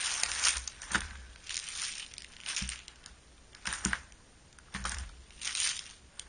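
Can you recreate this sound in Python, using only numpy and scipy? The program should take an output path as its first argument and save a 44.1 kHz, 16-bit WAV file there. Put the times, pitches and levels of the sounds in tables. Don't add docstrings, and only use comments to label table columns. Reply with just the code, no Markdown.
import sys
import numpy as np
from scipy import signal
from scipy.fft import rfft, irfft, next_fast_len
from scipy.io import wavfile
from scipy.ndimage import uniform_filter1d, minimum_filter1d

SR = 44100
rng = np.random.default_rng(int(sys.argv[2]) if len(sys.argv) > 2 else 0)


def materialize(psi):
    bounded = np.clip(np.atleast_2d(psi).T, -1, 1)
    quanta = np.round(bounded * 32767).astype(np.int16)
    wavfile.write(sys.argv[1], SR, quanta)


def convert_level_to_amplitude(level_db):
    exponent = np.asarray(level_db, float) / 20
    return 10 ** exponent


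N = 276948

# (frequency [Hz], density [dB per Hz])
PAPER_SPECTRUM = [(300, -26.5), (540, -28), (1270, -8), (2000, -5), (2900, -.5), (4300, -4), (6000, 2),
                  (7300, -1.5), (9200, 1.5), (12000, -0.5)]
# (peak time [s], crackle level [dB], rise [s per 20 dB], fall [s per 20 dB],
# treble over the crackle [dB])
SQUEEZES = [(0.068, -38.5, 0.4, 0.5, 3.5), (0.33, -42.5, -0.9, .5, 3), (0.472, -32.5, .1, 0.1, 5.5),
            (0.571, -42.5, -0.2, -0.12, 1), (1.445, -60, -0.3, 2, 0), (1.512, -44.5, 0.0652, 0.42, 3),
            (1.685, -48.5, 0.1, 0.2, 0.5), (1.842, -38, 0.2, 0.16, 2.5), (1.99, -48, 0, 0.18, 0.5),
            (2.05, -51, 1, -0.13, -0.5), (2.4, -60, 3, 0, -3.5), (2.497, -38, 0.06, 0.1348, 2),
            (2.576, -36.5, -0.2, 0.1242, 0.5), (2.7, -47, .03, 0.12, 0), (2.718, -41, 0, 0.0943, -4),
            (2.78, -61.5, -0.7, 0.5, -8), (3.073, -66.5, 0.1, 0.4, -3), (3.735, -43, 0.13, 0.04, -2.5),
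            (5.0, -56.5, 0.12, 0.18, -2), (5.416, -43, 0.01, 0.15, 2), (5.458, -37, -0.1, 0.11, 3),
            (5.611, -36.5, 0.17, 0.2, 6), (5.665, -37, 0.13, 0.12, 3.5), (5.719, -36.5, 0.19, -0.0031, -3),
            (5.87, -56.5, -0.2, 0.1, 0), (5.81, -53, 0.8, 0.08, -3), (5.929, -53, 0.24, 0.08, -5.5)]
# (peak time [s], scrape level [dB], rise [s per 20 dB],
# fall [s per 20 dB], treble over its skin [dB])
SHOVES = [(0.22, -43.5, 5, 0.4, 10.5), (0.42, -42.5, .5, 0.29, 15.5), (0.476, -32.5, 0.06, 0.0352, -1),
          (0.57, -41.5, 0.2, 0.02, 6.5), (0.679, -41.5, -0.23, 0, 7), (0.62, -61, 1, -0.4, 7),
          (0.829, -50, 0.06, 0.5, 10), (0.918, -42, 0.03, 0.18, 6.5), (0.958, -34.5, 0.0536, 0.06, 5),
          (1.03, -50, -0.2, 0.23, 4.5), (1.658, -63.5, -1.5, 1, 1), (2.4, -64, 0.5, 1, 2),
          (2.47, -47.5, -0.06, 0.3, 3), (2.89, -58, .02, .15, 3), (3.07, -56.5, 0.1, 0.12, 3),
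          (3.555, -58, .04, .1, 3), (3.671, -40, 0.02, 0.15, 7), (3.734, -45, 0.07, 0.13, 11.5),
          (3.79, -49.5, 0.16, 0.21, 11.5), (3.858, -40, 0.04, 0.1029, 9), (3.939, -42, 0.07, 0.1, 4),
          (3.98, -61, 0.3, .33, 10), (4.68, -63.5, 0.1, -3, -4), (4.751, -42.5, 0.0267, 0.1339, 7.5),
          (4.858, -41.5, 0.0235, 0.13, 11.5), (4.92, -45, 0.06, 0.13, 8), (4.995, -52, 0.09, 0.1, 13),
          (5.03, -56.5, 0.13, 0.09, -3), (6.18, -59.5, 0.1, 0.5, 12)]
REST_DB = -75
TICK_S = .0013


def evened(x):
    return x / np.sqrt(np.mean(x ** 2) + 1e-20)


def read(points, hz):
    f, value = np.transpose(points)
    return np.interp(np.log(hz + 1), np.log(f + 1), value)


def coloured(x, points):
    n = x.shape[-1]
    size = next_fast_len(n)
    gain = convert_level_to_amplitude(read(points, np.fft.rfftfreq(size, 1 / SR)))
    return irfft(rfft(x, size) * gain, size)[..., :n]


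def add(mix, time_s, sound):
    part = mix[round(time_s * SR):][:len(sound)]
    part += sound[:len(part)]


def ring(hz, t60_s, seconds):
    t = np.arange(round(seconds * SR)) / SR
    return np.sin(2 * np.pi * hz * t) * convert_level_to_amplitude(-60 * t / max(t60_s, .002))


def resonate(x, hz, width_hz):
    return signal.lfilter(*signal.iirpeak(hz, hz / width_hz, SR), x)


def effort(rows, over_db=0):
    t, rows = np.arange(0, N + 64, 64) / SR, np.array(rows)
    peak_s, db, rise, fall = rows[:, :4].T[..., None]
    before = (peak_s - t) / np.maximum(rise, .005)
    after = (t - peak_s) / np.maximum(fall, .005)
    away = np.where(t < peak_s, before, after)
    power = (convert_level_to_amplitude(db + over_db - 20 * away) ** 2).sum(0)
    return np.interp(np.arange(N) / SR, t, power)


def quiet():
    # (frequency [Hz], density [dB per Hz])
    floor_spectrum = [(15, -10.5), (40, -6), (63, -3.5), (87, -13), (183, -15.5), (300, -19.5), (700, -24),
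                      (1500, -30), (4000, -30.5), (9500, -29.5)]
    return convert_level_to_amplitude(-57.5) * evened(coloured(rng.standard_normal(N), floor_spectrum))


def grains(per_s, spread_db, clump_db, rub_db):
    size = convert_level_to_amplitude(spread_db * np.minimum(rng.exponential(1, N), 3.1)) * (rng.random(N) < per_s / SR)
    clumps = evened(uniform_filter1d(uniform_filter1d(rng.standard_normal(N), size=200), size=200))
    burst = uniform_filter1d(size, size=20) * rng.standard_normal(N)
    slips = evened(burst) + convert_level_to_amplitude(rub_db) * rng.standard_normal(N)
    return evened(slips * convert_level_to_amplitude(clump_db * clumps))


def crackle():
    skin_db = -6.5
    firm_db, skin_growth = -40.5, 0.22
    broad, thin = (coloured(grains(per_s=900, spread_db=3.2, clump_db=1.5, rub_db=-1.5), PAPER_SPECTRUM)
                   for _ in range(2))
    thin = thin + 0.38 * broad
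    firm = (effort(SHOVES, -firm_db) + 1e-9) ** skin_growth
    squeeze_treble_db = np.array(SQUEEZES)[:, -1:]
    shove_treble_db = skin_db + np.array(SHOVES)[:, -1:]
    rest = convert_level_to_amplitude(REST_DB) ** 2
    body = effort(SQUEEZES) + firm * effort(SHOVES, skin_db) + rest
    bright = effort(SQUEEZES, squeeze_treble_db) + firm * effort(SHOVES, shove_treble_db) + rest
    split = signal.butter(3, 4800, fs=SR, output="sos")
    treble = convert_level_to_amplitude(2.0) * np.sqrt(bright) * evened(thin - signal.sosfiltfilt(split, thin))
    return np.sqrt(body) * evened(signal.sosfiltfilt(split, broad)) + treble


def patchy(x):
    patch_db = 2
    hz, t, z = signal.stft(x, SR, nperseg=256)
    field = rng.standard_normal((len(t), len(hz))).T
    for _ in range(2):
        field = uniform_filter1d(uniform_filter1d(field, size=5, axis=0), size=10, axis=1)
    gain = convert_level_to_amplitude(patch_db * evened(field) - patch_db ** 2 / 9)
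    return signal.istft(z * gain, SR, nperseg=256)[1][:N]


def scrape():
    # (frequency [Hz], width [Hz], level [dB])
    air_modes = [(970, 730, -18), (1150, 520, 5), (1490, 210, 8), (1680, 290, 6), (2070, 540, -10.5)]
    x = grains(per_s=900, spread_db=3., clump_db=2., rub_db=4)
    box = sum(convert_level_to_amplitude(db) * resonate(x, hz, width_hz) for hz, width_hz, db in air_modes)
    paper_in_box_db = -19
    power = effort(SHOVES) + effort(SQUEEZES, paper_in_box_db) + convert_level_to_amplitude(REST_DB + 3.5) ** 2
    return convert_level_to_amplitude(-0.6) * np.sqrt(power) * evened(box)


def strays():
    per_s, level_db, spread_db = 45, 9, 3
    middle_db, top_db, colour_db = 1, -5, 5
    count = round(per_s * N / SR) - 1
    a, b, c, d, place = np.c_[rng.standard_normal((count, 4)), rng.random(count)].T
    time_s = .01 + (np.arange(count) + place) / per_s
    squeeze_db = 10 * np.log10(effort(SQUEEZES)[(time_s * SR).astype(int)] + 1e-12)
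    db = squeeze_db + level_db + spread_db * np.minimum(a, 1)
    length_s = TICK_S * np.exp(.5 * d)
    return np.c_[time_s, db, middle_db + colour_db * b, top_db + colour_db * c, length_s]


def snaps():
    # (time [s], broad-fold energy [dB], middle over it [dB], top over it [dB], length [s])
    large_creases = [(0.2353, -9, 9, 7, 0.0013), (0.3173, -10, -2, -14, 0.00021),
                     (0.4502, -16, 12, 6, 0.001), (0.4695, -12, 6, 5, 0.003), (0.485, -11, 0, 4, 0.002),
                     (0.5698, -23.5, 12.5, 12, 0.0033), (0.5817, -22, 6, 7, 0.0035),
                     (0.6771, -22.5, 15, -5, 0.0032), (0.819, -31.5, 15, 9, 0.0025),
                     (0.9192, -23.5, 9.5, 11.5, 0.0037), (0.9492, -7.5, -6, -13, 0.013),
                     (1.0071, -19.5, 1, 7, 0.0018), (2.4629, -15, -12, -9, 0.0011),
                     (2.6916, -13.5, -5, 3, 0.0019), (3.6563, -17.5, -7, -5, 0.0029),
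                     (3.6722, -12, -2, -11, 0.0019), (3.7281, -17, -15, 6.5, 0.002),
                     (3.8508, -14, 13, 6, 0.0004), (3.9314, -15.5, -14.5, -3, 0.0019),
                     (4.8546, -15, -6, -1, 0.0021), (4.9191, -20.5, 1.5, 8, 0.0052),
                     (5.4754, -9.5, -3, -7, 0.0025), (5.7926, -13.5, -1, -13, 0.0012),
                     (6.1963, -32.5, 15.5, 18, 0.0025)]
    # (time [s], broad-fold energy [dB], middle over it [dB], top over it [dB])
    ticks = [(0.2, -24, 7, 11.5), (0.441, -11, 3, -1), (0.492, -20, 11, 9), (1.3603, -27, -8, -30),
             (1.495, -14, -11, -8), (1.5439, -16, 0, 1.5), (1.5772, -15, 3.5, -9), (1.688, -21, -0.5, 6),
             (1.9975, -17.5, -11, -3), (2.139, -26, 5, 0), (2.182, -22.5, 4.5, 5), (2.2213, -23, -2, 1),
             (2.246, -20, -11, -11), (2.3672, -23.5, -10, -20), (2.403, -22.5, -9.5, -15),
             (2.565, -17, 8, -5.5), (2.591, -17.5, -3.5, 3), (2.8819, -20, 0, -14.5),
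             (3.0614, -26.5, 5.5, 0.5), (3.5497, -26, -1, -18.5), (4.123, -29, -2, -6),
             (4.5289, -37, 5, -13), (4.5877, -35, 3, 7), (4.742, -25.5, -5, 4), (4.8948, -29.5, 14.5, 18.5),
             (4.986, -27, 10, 1), (5.307, -29.5, -7, -15), (5.4161, -30, -2, -10),
             (5.5522, -10.5, -3.5, -15), (5.602, -12.5, 4, 7)]
    # (time [s], broad-fold energy [dB], middle over it [dB])
    nicks = [(0.177, -29, 13), (0.4385, -28, 18), (1.471, -24.5, -5), (1.5076, -14, -3), (1.522, -25, 2),
             (1.557, -16, 0), (1.5685, -16.5, 7.5), (1.5912, -26, 10.5), (1.723, -24, -3), (1.753, -20, 1),
             (1.798, -20, 2), (1.819, -19.5, 5.5), (1.8374, -29, 12), (1.869, -28, 5), (1.9546, -29.5, 10),
             (1.983, -29, 11.5), (2.026, -24, -2), (2.5695, -11, -2), (2.7205, -18, -6), (2.791, -29, -1),
             (3.0408, -30, -15), (3.5321, -30, -21.5), (4.946, -23.5, 3.5), (5.4486, -18.5, 2),
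             (5.4542, -21, 4), (5.6427, -17, -9), (5.7678, -24, 5), (5.8032, -33, 0), (5.8404, -33, 3.5),
             (5.865, -22, -6),
             (0.0071, -23, -1), (0.029, -19, -9), (0.047, -15, -3), (0.0623, -12, -13), (0.068, -16, -6),
                (0.0766, -18, -6), (0.095, -27, 3), (0.1283, -28, 8), (0.1353, -31, 11), (0.1411, -23, -4),
                (0.1949, -18, -3), (0.227, -24, 4), (0.2604, -24, 0), (0.3513, -17, -5), (0.3907, -28, 12),
                (0.3962, -24.5, 11.5), (0.4344, -27, 7), (0.4537, -19, 17), (0.5293, -21, -4.5),
                (0.539, -18, -5), (0.558, -19, -6), (0.5721, -20, 1), (0.6807, -32, 5), (0.8327, -25, -8),
                (0.9344, -22, -10), (1.0198, -19, -18), (1.1094, -26, -24), (1.1546, -29.5, -26),
                (1.4419, -39, 6), (1.5262, -23, 3), (1.599, -21, 0.5), (1.6417, -27.5, 9.5),
                (1.6695, -26, 2), (1.6784, -23, -4.5), (1.7054, -30, 3), (1.738, -27, 1),
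                (1.7623, -32, 12.5), (1.7753, -24, 5), (1.7885, -19, -6), (1.8514, -23, 6),
                (1.8665, -21, -1), (1.8822, -22, -6), (1.9184, -27, 6.5), (1.971, -32, 9),
                (1.9801, -23, -2), (2.0008, -20, -5), (2.004, -23.5, -4), (2.042, -26, -15),
                (2.0641, -26, -4), (2.113, -32, -9), (2.115, -35, -2), (2.1681, -27, -9), (2.206, -28.5, 0),
                (2.2326, -30, -5.5), (2.321, -34, -3), (2.3365, -29.5, -11), (2.413, -30, -2),
                (2.483, -21, -15),
             (2.488, -16.5, -2.5), (2.4998, -18, -7), (2.509, -33, 5), (2.5485, -23, 5),
                     (2.552, -25, 3), (2.5777, -15, -18), (2.5848, -21, 2), (2.6072, -25, -13),
                     (2.6132, -27, -5), (2.6476, -38, 7), (2.6549, -29, -5), (2.677, -29, 7),
                     (2.701, -28.5, 11.5), (2.759, -26, 0), (2.959, -36.5, -0.5), (3.3802, -37, -10),
                     (3.668, -34, 18), (3.6767, -20, -13), (3.691, -27, 2), (3.7365, -22, 6),
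                     (3.741, -23, 2), (3.855, -23, 7), (3.8585, -15.5, -8), (3.9105, -31, 4),
                     (3.935, -15, -23), (4.7264, -34, -2), (4.7505, -23.5, -13), (4.7646, -22, -23),
                     (4.8416, -34, 14.5), (4.8738, -27, 4), (4.9962, -44, 14), (5.0926, -32, -4),
                     (5.3972, -32.5, -2), (5.4212, -27, -6), (5.4328, -20, -5), (5.4986, -24, -7),
                     (5.5083, -23, 2), (5.543, -27, 2), (5.56, -21, -1), (5.573, -23, 9), (5.584, -18, -1),
                     (5.5898, -17, -3), (5.6177, -16, -8), (5.626, -19, -6), (5.65, -20, 2),
                     (5.6538, -15, -2), (5.669, -21, 1), (5.674, -18, 8), (5.692, -21, 7), (5.712, -17, -1),
                     (5.7156, -16.5, -2), (5.7497, -24, -6), (5.7773, -26, 5), (5.858, -25, -7),
                     (5.8744, -30, -16), (5.8938, -29, -9), (5.9004, -33, 5), (5.9106, -36, 7)]
    # (low edge [Hz], high edge [Hz])
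    fold_bands = [(1700, 4300), (4300, 7900), (7900, 11000)]
    nick_top_db, nick_s = -4, .0015
    creases = [*large_creases, *[(*tick, TICK_S) for tick in ticks], *strays()]
    for time_s, db, middle_db in nicks:
        creases.append((time_s, db, middle_db, middle_db + nick_top_db, nick_s))
    out, t = np.zeros(N), (np.arange(800) - 300) / SR
    noise = coloured(rng.standard_normal((600, 800)), PAPER_SPECTRUM)
    bands = [signal.sosfiltfilt(signal.butter(2, hz, "band", fs=SR, output="sos"), noise)
             for hz in fold_bands]
    for k, (time_s, db, middle_db, top_db, length_s) in enumerate(creases):
        span = max(length_s, .0003) * np.where(t < 0, .5, .7)
        for band, over_db, slow in zip(bands, (0, middle_db, top_db), (1.5, 1, .85)):
            burst = band[k] * np.exp(-abs(t / span / slow) ** 1.3)
            add(out, time_s + t[0], convert_level_to_amplitude(db + over_db) * burst / np.linalg.norm(burst))
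    return out


def taps():
    # (time [s], level [dB], ring frequency [Hz])
    wall_taps = [(0.1993, -31.5, 1320), (0.235, -32, 754), (0.234, -23, 1980), (0.4696, -21, 1430),
                 (0.56, -30, 1510), (0.833, -34.5, 1820), (0.9479, -13.5, 1555), (0.9568, -14, 1436),
                 (0.975, -42, 905), (0.98, -41, 410), (0.968, -40, 325), (1.122, -48, 200),
                 (1.018, -28.5, 1580), (1.1112, -39, 1650.0), (1.156, -39, 1580.0), (1.5066, -34, 1720.0),
                 (3.062, -43, 1420), (3.5487, -41, 1680.0), (3.656, -29.5, 1460), (3.6743, -22, 1590),
                 (3.728, -24, 1700), (3.859, -25, 1470), (3.933, -13, 1610), (4.5873, -40, 1460),
                 (4.763, -26.5, 1830), (4.853, -21.5, 1253), (4.861, -28, 1440), (4.921, -26.5, 1590),
                 (4.9438, -30, 1750), (4.864, -49, 395), (4.856, -45, 505), (4.868, -42, 200),
                 (4.764, -41, 203), (4.765, -50, 390), (4.93, -46, 195), (3.078, -46, 1450),
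                 (3.092, -49, 1500), (2.886, -46, 2100), (4.6, -50, 1500), (5.096, -43, 1370),
                 (4.685, -47.5, 1300), (4.7495, -27, 1800), (5.051, -49, 1110), (1.134, -43, 1270),
                 (1.36, -45, 1510), (3.685, -36, 900), (0.08, -29, 1500), (0.934, -34, 980),
                 (4.205, -53, 1050), (6.196, -25.5, 3330)]
    out = np.zeros(N)
    for time_s, db, hz in wall_taps:
        t60_s, build_s = 18.1 / hz, 1.8 / hz
        wall = ring(hz, t60_s, .1)
        wall = wall + 0.27 * ring(1.139 * hz, 1.4 * t60_s, .1)
        wall = wall + 0.34 * ring(0.689 * hz, 1.02 * t60_s, .1)
        build = np.minimum(np.arange(len(wall)) / SR / build_s, 1)
        add(out, time_s - build_s, convert_level_to_amplitude(db + 4.) * wall * build)
    return out


def table():
    # (time [s], peak level [dB], deep mode over the rest [dB], contact time [s])
    blows = [(0.232, -49.5, -24, 0.0011), (0.558, -46, 14, 0.0043), (0.917, -39, -13, 0.0011),
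             (0.952, -27, -7, 0.00089), (1.002, -60.5, -3, 0.0016), (1.042, -46, 10, 0.005),
             (1.18, -52, 12, 0.006), (2.619, -23, -1.5, 0.0055), (3.673, -33.5, -2, 0.0038),
             (3.702, -41.5, -16, 0.0022), (3.858, -22, -4, 0.001), (4.747, -27.5, -4, 0.0047),
             (4.797, -27, -20.5, 0.0066), (4.85, -36, 6, 0.0045), (4.957, -42, 15, 0.005),
             (5.0, -42, -12, 0.004)]
    # (frequency [Hz], level [dB], t60 [s])
    top_modes = [(61.54, -1, 0.52), (123.8, -11, 0.36), (191.2, 2, 0.18), (228, -5.5, 0.2),
                 (311.5, -4.5, 0.13), (390, -11, 0.13)]
    # (peak time [s], level [dB], rise [s per 20 dB], fall [s per 20 dB])
    leans = [(0.57, -53, 1.5, 0.2), (0.99, -45.5, -0.34, .5), (1.09, -44, 0.3, -0.67),
             (1.22, -51.5, -0.9, -0.5), (3.69, -50, 0, .3), (3.92, -52, 0.1, 0.4), (4.8, -48, 0.03, 0.77),
             (4.97, -44, 0.1, 0.28), (5.07, -54, 0.2, 0.2)]
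    still_db = -74
    out, t = np.zeros(N), np.arange(round(.6 * SR)) / SR
    for time_s, db, deep_db, contact_s in blows:
        modes = np.zeros(len(t))
        for k, (hz, mode_db, t60_s) in enumerate(top_modes):
            gain = (-1) ** k * convert_level_to_amplitude(mode_db + deep_db * (hz < 90))
            modes += gain * ring(hz, t60_s, .6) * np.minimum(t * hz / 0.64, 1)
        push = np.hanning(max(round(contact_s * SR), 4))
        add(out, time_s - .006, convert_level_to_amplitude(db - 7.5) * np.convolve(modes, push / push.sum()))
    shake = rng.standard_normal(N)
    tremble = resonate(resonate(shake, 61.9, 8.0), 59.6, 40)
    tremble = tremble + .5 * resonate(resonate(shake, 44, 22), 44, 30)
    return out + np.sqrt(effort(leans) + convert_level_to_amplitude(still_db) ** 2) * evened(tremble)


def linger():
    # (frequency [Hz], level [dB])
    narrow_modes = [(1465, -5), (1545, 0), (1628, -0.5), (1728, 0.5)]
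    # (peak time [s], level [dB], rise [s per 20 dB], fall [s per 20 dB])
    landings = [
        (0.97, -53.5, 0.3, 0.54),
        (3.94, -57.5, 0.08, 0.22),
        (4.86, -62, 0.1, 0.13),
    ]
    air = rng.standard_normal((len(narrow_modes), N))
    song = sum(convert_level_to_amplitude(db) * evened(resonate(a, hz, width_hz=10)) for a, (hz, db) in zip(air, narrow_modes))
    return np.sqrt(effort(landings)) * evened(song)


def room(x):
    # (frequency [Hz], t60 [s])
    decay = [(300, 0.14), (1500, 0.11), (4000, 0.14), (9000, 0.093)]
    echoes = np.zeros(SR // 2)
    at = np.arange(200, len(echoes) - 20, 20)
    echoes[at + rng.integers(0, 20, len(at))] = rng.choice([-1., 1.], len(at))
    hz, t, z = signal.stft(echoes, SR, nperseg=256)
    tail = signal.istft(z * convert_level_to_amplitude(-60 * t / read(decay, hz)[:, None]), SR, nperseg=256)[1]
    return signal.oaconvolve(x, tail / np.linalg.norm(tail))[:N]


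def scene():
    paper, box, rustle = snaps(), taps(), patchy(crackle()) + scrape()
    sent = convert_level_to_amplitude(-10.5) * paper + convert_level_to_amplitude(-10) * box + convert_level_to_amplitude(-13) * rustle
    return (paper + box + rustle + room(sent) + linger() + table() + quiet())[None]


def odds_near_cracks(z):
    treble_db = 10 * np.log10((abs(z) ** 2).mean(0) + 1e-14)
    top_db = -minimum_filter1d(-treble_db, size=21)
    sudden_db = top_db - uniform_filter1d(treble_db, size=21)
    sudden = np.clip((sudden_db - 6.5) / 3, 0, 1)
    hushed = np.clip((top_db - treble_db - 4) / 4, 0, 1)
    return .42 * sudden * hushed


def punched(x, size, cell, odds_of):
    overlap = size * 3 // 4
    hz, t, z = signal.stft(x, SR, nperseg=size, noverlap=overlap)
    luck = rng.random((len(hz) // cell[0] + 1, len(t) // cell[1] + 1))
    luck = np.kron(luck, np.ones(cell))[:len(hz), :len(t)]
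    dropped = (luck < odds_of(z[hz > 2000])) & (hz[:, None] > 2400)
    return signal.istft(z * np.where(dropped, .04, 1), SR, nperseg=size, noverlap=overlap)[1][:N]


def gappy(x):
    x = punched(x, size=1024, cell=(4, 6), odds_of=lambda z: .06)
    return punched(x, size=256, cell=(5, 4), odds_of=odds_near_cracks)


def band_limit(x):
    return signal.sosfilt(signal.butter(12, 10950, fs=SR, output="sos"), x)


def record(dry):
    # (frequency [Hz], level [dB])
    response = [(7300, 0.5), (7600, -7.5), (7800, -28), (8000, -37), (8200, -7.5), (8450, 0.5), (9550, 1.5),
                (9850, -34), (10800, -51), (14000, -85)]
    mix = coloured(gappy(dry[0]), response)[None]
    return band_limit(mix)


dry = scene()
out = record(dry)
materialize(out)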